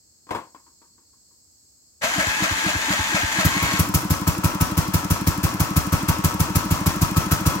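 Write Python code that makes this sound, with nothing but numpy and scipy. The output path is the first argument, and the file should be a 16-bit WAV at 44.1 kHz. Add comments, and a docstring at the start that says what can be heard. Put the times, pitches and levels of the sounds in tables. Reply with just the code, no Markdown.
"""Over insects and a low stir of air, something clunks on a steel deck and rattles out; a starter then grinds
through six compressions and a single-cylinder petrol engine catches, stumbles once and beats slowly on.
The deck, housing, block, airbox and muffler are banks of resonances, struck or fed with noise and pulses.
Gears are tones at the mesh rate plus shaped noise; each firing gives an exhaust thump, a hiss and a clatter,
each intake a gulp. Scattered sound and a faint tail set it outdoors on a steel trailer."""
import sys
import numpy as np
from scipy import signal
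from scipy.fft import rfft, irfft, next_fast_len
from scipy.io import wavfile

SR = 44100
rng = np.random.default_rng(int(sys.argv[2]) if len(sys.argv) > 2 else 0)


def materialize(psi):
    """Save the field psi as 16-bit PCM at rate SR to the path in sys.argv[1].

    A 1-D psi becomes a single channel; in a 2-D psi each row is a channel.
    """
    bounded = np.clip(np.atleast_2d(psi).T, -1, 1)
    quanta = np.round(bounded * 32767).astype(np.int16)
    wavfile.write(sys.argv[1], SR, quanta)


N = 335147
TIME = np.arange(N) / SR
PADDED = 2 * next_fast_len(N // 2 + 1)
FREQS = np.fft.rfftfreq(PADDED, 1 / SR)

# Clunk and rattles on the deck. Each row: start in seconds, relative level in dB.
KNOCK_EVENTS = [(0.268, -16), (0.29, -8), (0.3068, 6), (0.348, 1), (0.357, -5.5), (0.546, -12.5),
                (0.664, -23), (0.816, -20), (0.98, -26.5), (1.131, -32), (1.31, -34)]
# Crankshaft speed once the engine has caught. 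Each row: time in seconds, speed in rpm.
CRANK_SPEED = [(3.45, 710.6), (3.65, 661.3), (3.85, 813.8), (4.15, 704.5), (4.6, 722.3), (5.55, 728.4),
               (6.4, 771.6), (6.8, 777.8), (7.5, 824.6)]
# Resonances of the deck. Each row: frequency in Hz, width in Hz, relative gain in dB.
DECK_MODES = [(317, 78, -5.5), (490, 62, -16.5), (954, 32, 0), (1030, 40, -2)]
# Resonances of the starter housing. Each row: frequency in Hz, width in Hz, relative gain in dB.
HOUSING_MODES = [(648, 120, -3), (866, 49, -13), (1050, 200, -6.5), (1330, 56, 0), (1587, 31, 8),
                 (1677, 63, 3.5), (1790, 63, -3), (1990, 160, -5.5), (2162, 88, -5.5), (2453, 54, -1),
                 (2850, 56, -3), (6590, 79, -20)]
# Resonances of the starter mount. Each row: frequency in Hz, width in Hz, relative gain in dB.
MOUNT_MODES = [(595, 50, -2), (670, 46, -3), (1320, 74, 2)]
# Resonances of the airbox. 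Each row: frequency in Hz, width in Hz, gain in dB.
AIRBOX_MODES = [(116, 85, -10.5), (190.5, 29, 4), (299, 20.5, 8)]
# Resonances of the engine block. Each row: frequency in Hz, width in Hz, relative gain in dB.
BLOCK_MODES = [(602, 240, -11), (991, 133, 2.5), (1118, 47, -4), (1210, 30, -4), (1281, 24, 1.5),
               (1496, 37, -12), (1668, 17, -8), (1993, 48, -10), (2080, 16, -15), (2340, 100, -15)]
# Resonances of the muffler. Each row: frequency in Hz, width in Hz, gain in dB.
MUFFLER_MODES = [(88.4, 52, -7.5), (155, 67, -0.5), (299.3, 30.4, 8.5)]
# Spectrum of the insects. Each row: frequency in Hz, relative level per Hz in dB.
INSECT_SPECTRUM = [(3500, -27), (4200, -5.5), (4700, -2), (5400, 0), (5900, -9), (6500, 2.5), (7000, -1.5),
                   (7700, 7.5), (8400, -5), (9300, -16.5), (13000, -11.5), (16000, -13)]
# Narrow shimmer among the insects. Each row: frequency in Hz, relative level per Hz in dB.
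SHIMMER_SPECTRUM = [(4000, -20), (4400, 3), (4900, -17)]
# Spectrum of the stirring air. Each row: frequency in Hz, relative level per Hz in dB.
AIR_SPECTRUM = [(25, -21), (70, 5), (150, -5.5), (280, -4.5), (420, -12), (1000, -18.5), (2000, -23),
                (3500, -25.5)]
# Spectrum of the crack in a knock. Each row: frequency in Hz, relative level per Hz in dB.
CRACK_SPECTRUM = [(100, 6.5), (300, 6), (900, 11.5), (1500, -4), (2300, -2.5), (3200, -11), (5500, -24.5),
                  (7500, -20), (10000, -26), (16000, -26.5)]
# Spectrum of the starter's grinding. Each row: frequency in Hz, relative level per Hz in dB.
GRIND_SPECTRUM = [(40, 3), (110, -5.5), (300, 3.5), (420, -26), (900, 5.5), (1400, 3), (1900, 7.5),
                  (2900, 0), (4000, -1.5), (5500, -5.5), (6800, 0.5), (9000, -13.5), (12000, -11),
                  (16000, -24)]
# Spectrum of the shaken works. Each row: frequency in Hz, relative level per Hz in dB.
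WORKS_SPECTRUM = [(40, 8), (110, 13), (200, 8.5), (300, 11.5), (420, -1.5), (800, 2.5), (1250, -2),
                  (1800, -3), (3000, -7), (4000, -8), (5700, -3), (7000, -6), (9000, -11), (15500, -14.5)]
# Spectrum of the exhaust jet. Each row: frequency in Hz, relative level per Hz in dB.
JET_SPECTRUM = [(450, 6.5), (800, -2.5), (1100, -5), (1700, -12), (2200, 3.5), (3200, -2.5), (5500, 2.5),
                (7000, 4), (9000, -0.5), (11000, 6), (13000, 6), (16000, -0.5)]
# Spectrum of the jet's sharp edge. Each row: frequency in Hz, relative level per Hz in dB.
EDGE_SPECTRUM = [(9000, -17), (11500, -16), (15500, 10)]
# Left-right likeness of the noisy sounds. Each row: frequency in Hz, likeness from 0 to 1.
SIDE_LIKENESS = [(200, 0.86), (600, 0.42), (2000, 0.28), (16000, 0.1)]
# Strength of the first multiples of the mesh rate, before they ring the housing. Each entry: relative level in dB.
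TOOTH_DB = [-1.5, 1.0, -3.5, -1.0]

# Knocks: each is a short impact and a longer shudder; harder ones are brighter
IMPACT_DECAY_S, SHUDDER_DECAY_S, SHUDDER_DB = 0.0034, 0.037, -7.5
CRACK_DB_PER_DB = 0.56

# Starter: it engages, spins up, races once the engine takes the load, then is let go and runs down
STARTER_ON_S, STARTER_ATTACK_S = 2.008, 0.018
INRUSH_DB, INRUSH_PEAK_S, INRUSH_WIDTH_S = 4.5, 2.045, 0.018   # the pinion slams in
ENGAGE_HZ, CRANKING_HZ, SPIN_UP_S = 540.5, 886.7, 0.12   # gear mesh rate before the drag of compressions
FREED_HZ, FREED_S, FREEING_S = 1098, 3.41, 0.052
STARTER_OFF_S, COAST_HZ_PER_S, COAST_DB_PER_S = 3.775, 980, 169
GROAN_DB = -32.5   # the mount groans while the motor labours
WHINE_DB, WHINE_DB_PER_HZ = -46, 0.0386   # the bare mesh tone stands out away from cranking speed

# Engine under the starter: intake strokes, each followed by a compression
FIRST_GULP_S, CRANK_CYCLE_S = 2.1825, 0.2408
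CHUFF_DELAY_S = 0.0985   # from a gulp until its unburnt charge leaves the exhaust
CHUFF_DB, FIRST_CHUFF_DB = 3.5, 0.5   # the first charge is a thin one

# Engine running
CATCH_S = 3.4513   # first firing; one more follows every second turn
INTAKE_PHASE = .662   # share of a cycle from exhaust to intake
CATCH_RICH_DB, CATCH_SETTLE_S = 3.5, 0.74   # the first firings hiss harder, then settle
STUMBLE_HISS_DB, STUMBLE_THUMP_DB = -6, -5.5   # the second firing is weak
HISS_DB_PER_RPM, THUMP_DB_PER_RPM = 0.0228, 0.0015   # firings grow stronger with speed
HISS_SPREAD_DB, THUMP_SPREAD_DB = 1.0, 0.4   # chance from one firing to the next

LEFT_LEAD = 6   # samples
CUTOFF_HZ = 15900


def from_db(db):
    """Turn decibels into gain."""
    return 10 ** (np.asarray(db) / 20)


def rms_one(x):
    """Scale to unit rms."""
    return x / np.sqrt(np.mean(x ** 2) + 1e-20)


def noise(spectrum):
    """Unit noise with the given spectrum, falling 24 dB per octave past its ends."""
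    hz, db = np.transpose(spectrum)
    octave = np.log2(FREQS + 1)
    outside = np.abs(octave - np.clip(octave, np.log2(hz[0]), np.log2(hz[-1])))
    gain = from_db(np.interp(octave, np.log2(hz), db) - 24 * outside)
    white = rfft(rng.standard_normal(PADDED))
    return rms_one(irfft(white * gain)[:N])


def wide_noise(spectrum):
    """Unit noise on both sides: alike in the bass, less so higher up, and reaching the left first."""
    hz, alike = np.transpose(SIDE_LIKENESS)
    alike = np.clip(np.interp(np.log(FREQS + 1), np.log(hz), alike), 0, 1)
    shared, left, right = (rfft(noise(spectrum), PADDED) for _ in range(3))
    both = np.sqrt(alike) * shared + np.sqrt(1 - alike) * np.array([left, right])
    out = irfft(both)[:, :N]
    return np.array([out[0], np.roll(out[1], LEFT_LEAD)])


def drift(rate):
    """Random wander of unit rms, gliding between the given number of chance values per second."""
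    knots = rng.standard_normal(N)
    return rms_one(np.interp(TIME * rate, np.arange(N), knots))


def resonate(x, modes):
    """Ring a bank of parallel resonances, each with its own peak gain."""
    out = 0
    for hz, width, db in modes:
        r = np.exp(-np.pi * width / SR)   # pole radius: wider modes die sooner
        poles = [1, -2 * r * np.cos(2 * np.pi * hz / SR), r * r]
        ring = signal.lfilter([1, 0, -1], poles, x + 1e-18)
        out = out + from_db(db) * (1 - r * r) / 2 * ring
    return out


def swells(times, db, width):
    """A smooth bell of the given width (s) at each time."""
    out = np.zeros(N)
    for s, gain in zip(times, from_db(db) * np.ones(len(times))):
        near = slice(*np.searchsorted(TIME, [s - 10 * width, s + 10 * width]))
        out[near] += gain * np.exp(-.5 * ((TIME[near] - s) / width) ** 2)
    return out


def bursts(times, db, rise, decay):
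    """An envelope that opens fast and dies away at each time; rise and decay in seconds."""
    out = np.zeros(N)
    for s, gain in zip(times, from_db(db) * np.ones(len(times))):
        near = slice(*np.searchsorted(TIME, [s, s + 10 * decay]))
        age = TIME[near] - s
        out[near] += gain * (1 - np.exp(-(age / rise) ** 2)) * np.exp(-age / decay)
    return out


def rattle(per_s, spread_db):
    """Random small metal contacts of uneven strength, as clicks of either sign."""
    contact = rng.random(N) < per_s / SR
    sign = rng.choice([-1, 1], N)
    strength = from_db(spread_db * np.clip(rng.standard_normal(N), -2, 2))
    return rms_one(contact * sign * strength)


def yard(x, scatter_db, scatter_s, far_db, far_s):
    """The direct sound reaches the left first; the trailer scatters it and the trees send back a faint tail."""
    age = TIME[:SR // 2]
    above_bass = signal.butter(2, 450, "high", fs=SR, output="sos")
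    dulled = signal.butter(1, 3000, fs=SR, output="sos")
    near = signal.sosfilt(above_bass, rng.standard_normal((2, len(age))) * np.exp(-age / scatter_s))
    far = signal.sosfilt(dulled, rng.standard_normal((2, len(age))) * np.exp(-age / far_s))
    paths = sum(from_db(db) * p / np.linalg.norm(p, axis=1, keepdims=True)
                for db, p in [(scatter_db, near), (far_db, far)])
    paths[0, 0] += 1   # direct sound, left then right
    paths[1, LEFT_LEAD] += 1
    return signal.fftconvolve(x[None], paths, axes=1)[:, :N]


def treble_comb(x):
    """Random short echoes above about 3 kHz, different on each side, give the treble a fixed, comb-like colour."""
    paths = np.zeros((2, int(.008 * SR)))
    for side in paths:
        delays = rng.integers(len(side) // 8, len(side) - 40, size=8)
        side[delays] = .2 * rng.choice([-1, 1], size=8)
    paths = signal.sosfilt(signal.butter(2, 3000, "high", fs=SR, output="sos"), paths)
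    paths[:, 0] = 1
    return signal.oaconvolve(x, paths / np.linalg.norm(paths, axis=1, keepdims=True), axes=1)[:, :N]


def gulp_times():
    """The starter pulls the engine through evenly spaced intake strokes until it catches."""
    return np.arange(FIRST_GULP_S, CATCH_S, CRANK_CYCLE_S)


def firing_times():
    """The single cylinder fires on every second turn of the crankshaft."""
    running = TIME[TIME >= CATCH_S]
    rpm = np.interp(running, *np.transpose(CRANK_SPEED))
    cycles = np.cumsum(rpm) / (2 * 60 * SR)
    return np.interp(np.arange(int(cycles[-1]) + 1), cycles, running)


def firings():
    """Time, hiss dB and thump dB of each firing: extra hiss at the catch, one stumble, then stronger with speed."""
    fired = firing_times()
    rpm = np.interp(fired, *np.transpose(CRANK_SPEED))
    faster = rpm - np.median(rpm)
    stumble = np.arange(len(fired)) == 1
    chance = rng.standard_normal((len(fired), 2))
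    rich_db = CATCH_RICH_DB * np.exp(-(fired - CATCH_S) / CATCH_SETTLE_S)
    hiss_db = rich_db + HISS_DB_PER_RPM * faster + STUMBLE_HISS_DB * stumble + HISS_SPREAD_DB * chance[:, 0]
    thump_db = THUMP_DB_PER_RPM * faster + STUMBLE_THUMP_DB * stumble + THUMP_SPREAD_DB * chance[:, 1]
    return fired, hiss_db, thump_db


def intake_times():
    """One intake stroke in every running cycle."""
    fired = firing_times()
    cycle = np.diff(fired)
    return fired + INTAKE_PHASE * np.append(cycle, cycle[-1])


def background():
    """Insects shrill and shimmer in the trees, as wavering bands of noise, over a low stir of air."""
    insects = np.array([noise(INSECT_SPECTRUM) for side in range(2)]) * from_db(.5 * drift(6.04))
    shimmer = from_db(2.6 * drift(13.9)) * wide_noise(SHIMMER_SPECTRUM)
    air = wide_noise(AIR_SPECTRUM)
    return from_db(-57.5) * insects + from_db(-69) * shimmer + from_db(-67.5) * air


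def knock_envelope(s, db):
    """A short impact and a longer, softer shudder at each contact."""
    impact = bursts(s, db, rise=0.00094, decay=IMPACT_DECAY_S)
    shudder = bursts(s, db + SHUDDER_DB, rise=0.0039, decay=SHUDDER_DECAY_S)
    return impact + shudder


def knocks():
    """A clunk and its dwindling rattles: the deck rings, and harder contacts add more crack."""
    deck = rms_one(resonate(rng.standard_normal(N), DECK_MODES))
    ring = yard(deck, scatter_db=-10, scatter_s=0.0013, far_db=-19, far_s=0.026)
    crack = wide_noise(CRACK_SPECTRUM)
    s, db = np.transpose(KNOCK_EVENTS)
    ringing = knock_envelope(s, db)
    cracking = knock_envelope(s, db + CRACK_DB_PER_DB * db)
    return from_db(-27.5) * ringing * ring + from_db(-29.0) * cracking * crack


def starter_motion():
    """Gear mesh Hz and gain of the starter: it engages, spins up, races as it is freed, and coasts down."""
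    on, freed, off = (np.maximum(TIME - s, 0) for s in (STARTER_ON_S, FREED_S, STARTER_OFF_S))
    spin_up = (CRANKING_HZ - ENGAGE_HZ) * (1 - np.exp(-on / SPIN_UP_S))
    race = (FREED_HZ - CRANKING_HZ) * (1 - np.exp(-freed / FREEING_S))
    mesh_hz = np.maximum(ENGAGE_HZ + spin_up + race - COAST_HZ_PER_S * off, 0)
    level_db = INRUSH_DB * swells([INRUSH_PEAK_S], 0, width=INRUSH_WIDTH_S) - COAST_DB_PER_S * off
    attack = 1 - np.exp(-(on / STARTER_ATTACK_S) ** 2)
    return mesh_hz, attack * from_db(level_db)


def starter():
    """Rough gear teeth ring the housing; every compression drags the pitch down and makes them grind harder."""
    free_hz, gain = starter_motion()
    squeezed = gulp_times()
    drag = swells(squeezed + .034, 0, width=0.025)
    load = swells(squeezed + 0.02, 0, width=0.012)
    mesh_hz = free_hz * (1 - 0.33 * drag) * (1 + 0.0163 * drift(500))
    turn = 2 * np.pi * np.cumsum(mesh_hz) / SR   # phase of the mesh tone

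    teeth = sum(from_db(db + 3.1 * drift(200)) * np.sin((k + 1) * turn) for k, db in enumerate(TOOTH_DB))
    tonal = rms_one(resonate(teeth, HOUSING_MODES))
    rough = rms_one(resonate(rattle(per_s=1000, spread_db=2.5), HOUSING_MODES))
    ringing = from_db(-32.0) * tonal + from_db(-29.5) * rough
    gears = yard(ringing * from_db(4.8 * load), scatter_db=-3.0, scatter_s=0.0014, far_db=-11.5, far_s=0.097)

    grind = from_db(-26.0 + 3.8 * load + 1.87 * drift(400)) * wide_noise(GRIND_SPECTRUM)

    off_speed_db = WHINE_DB_PER_HZ * np.abs(free_hz - CRANKING_HZ)
    whine = from_db(WHINE_DB + 2.8 * drift(90) + 4.4 * drag + off_speed_db) * np.sin(turn)
    labour = swells(np.append(squeezed + 0.029, INRUSH_PEAK_S), 0, width=0.02)
    mount = rms_one(resonate(rattle(per_s=600, spread_db=2.5), MOUNT_MODES))
    groan = from_db(GROAN_DB) * labour * mount
    tones = yard(whine + groan, scatter_db=-12, scatter_s=0.0025, far_db=-13, far_s=0.049)
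    return (gears + grind + tones) * gain


def intake():
    """Air flutters through the airbox until the valve shuts on it with a thud."""
    shut = np.append(gulp_times(), intake_times())
    flutter_hz = 305 * (1 + 0.0613 * drift(140))
    flutter_tone = np.sin(2 * np.pi * np.cumsum(flutter_hz) / SR)
    flutter = swells(shut - .013, db=-27.0, width=0.0061) * flutter_tone
    thud = swells(shut, db=-8.5, width=0.00081)
    return flutter - resonate(thud, AIRBOX_MODES)


def works():
    """Each firing shakes the block and its loose parts, which clatter through the cycle, harder with speed."""
    fired = firing_times()
    speed_db = 20 * np.log10(np.median(np.diff(fired)) / np.gradient(fired))
    shaken = bursts(fired - .005, -26 + 0.5 * speed_db, rise=0.014, decay=0.1)
    turning_db = -28.5 + 0.33 * speed_db + rng.normal(0, 0.8, len(fired))
    turning = bursts(fired - .012, turning_db, rise=0.0051, decay=0.12)
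    clatter = turning * rms_one(resonate(rattle(per_s=800, spread_db=-0.5), BLOCK_MODES))
    shaking = shaken * wide_noise(WORKS_SPECTRUM) * from_db(0.57 * drift(250))
    return shaking + yard(clatter, scatter_db=-7.0, scatter_s=0.0031, far_db=-9, far_s=0.13)


def exhaust_hiss():
    """Gas jets out as noise at each firing with a sharp edge; a weaker hiss goes with each intake."""
    fired, hiss_db, _ = firings()
    jet = bursts(fired - .0025, hiss_db - 10.0, rise=0.0046, decay=0.0064)
    after = bursts(fired - .008, hiss_db - 26.0, rise=0.0027, decay=0.038)
    suck = swells(intake_times() - .005, -30.5, width=0.0018)
    edge_db = hiss_db - 21.0 + rng.normal(0, 1.2, len(fired))
    edge = bursts(fired - .001, edge_db, rise=0.0017, decay=0.0051)
    flow = np.sqrt(jet ** 2 + after ** 2 + suck ** 2)   # powers add
    hiss = flow * wide_noise(JET_SPECTRUM) + edge * wide_noise(EDGE_SPECTRUM)
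    return hiss * from_db(2.1 * drift(1100))


def exhaust_thump():
    """The valve lets out a sharp blow-down, then the piston pushes out the rest; both ring the muffler."""
    fired, _, thump_db = firings()
    blowdown = swells(fired, thump_db - 5, width=0.00094)
    push = swells(fired + .0115, thump_db + 0.15, width=0.0014)
    # while cranking, unburnt charges chuff out softly
    chuff_s = gulp_times()[:-1] + CHUFF_DELAY_S
    chuff_db = np.where(chuff_s == chuff_s[0], FIRST_CHUFF_DB, CHUFF_DB)
    chuff = swells(chuff_s, chuff_db - 12.0, width=0.0024)
    chuff_onset = swells(chuff_s - .0105, chuff_db - 19.5, width=0.00077)
    return -resonate(blowdown + push + chuff + chuff_onset, MUFFLER_MODES)


def scene():
    """The machine stands ahead, its noisy parts slightly to the left, with the background all around."""
    surroundings = background()
    machine = treble_comb(knocks() + starter() + works() + exhaust_hiss())
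    bass = yard(intake() + exhaust_thump(), scatter_db=-35, scatter_s=0.036, far_db=-20, far_s=0.029)
    left_db = 1.16
    return surroundings + machine * from_db([[left_db], [-left_db]]) + bass


def record(dry):
    """The deepest bass rolls off and the top is cut steeply."""
    thinned = signal.sosfilt(signal.butter(2, 42, "high", fs=SR, output="sos"), dry)
    return signal.sosfilt(signal.ellip(10, .2, 80, CUTOFF_HZ, fs=SR, output="sos"), thinned)


dry = scene()
out = record(dry)
materialize(out)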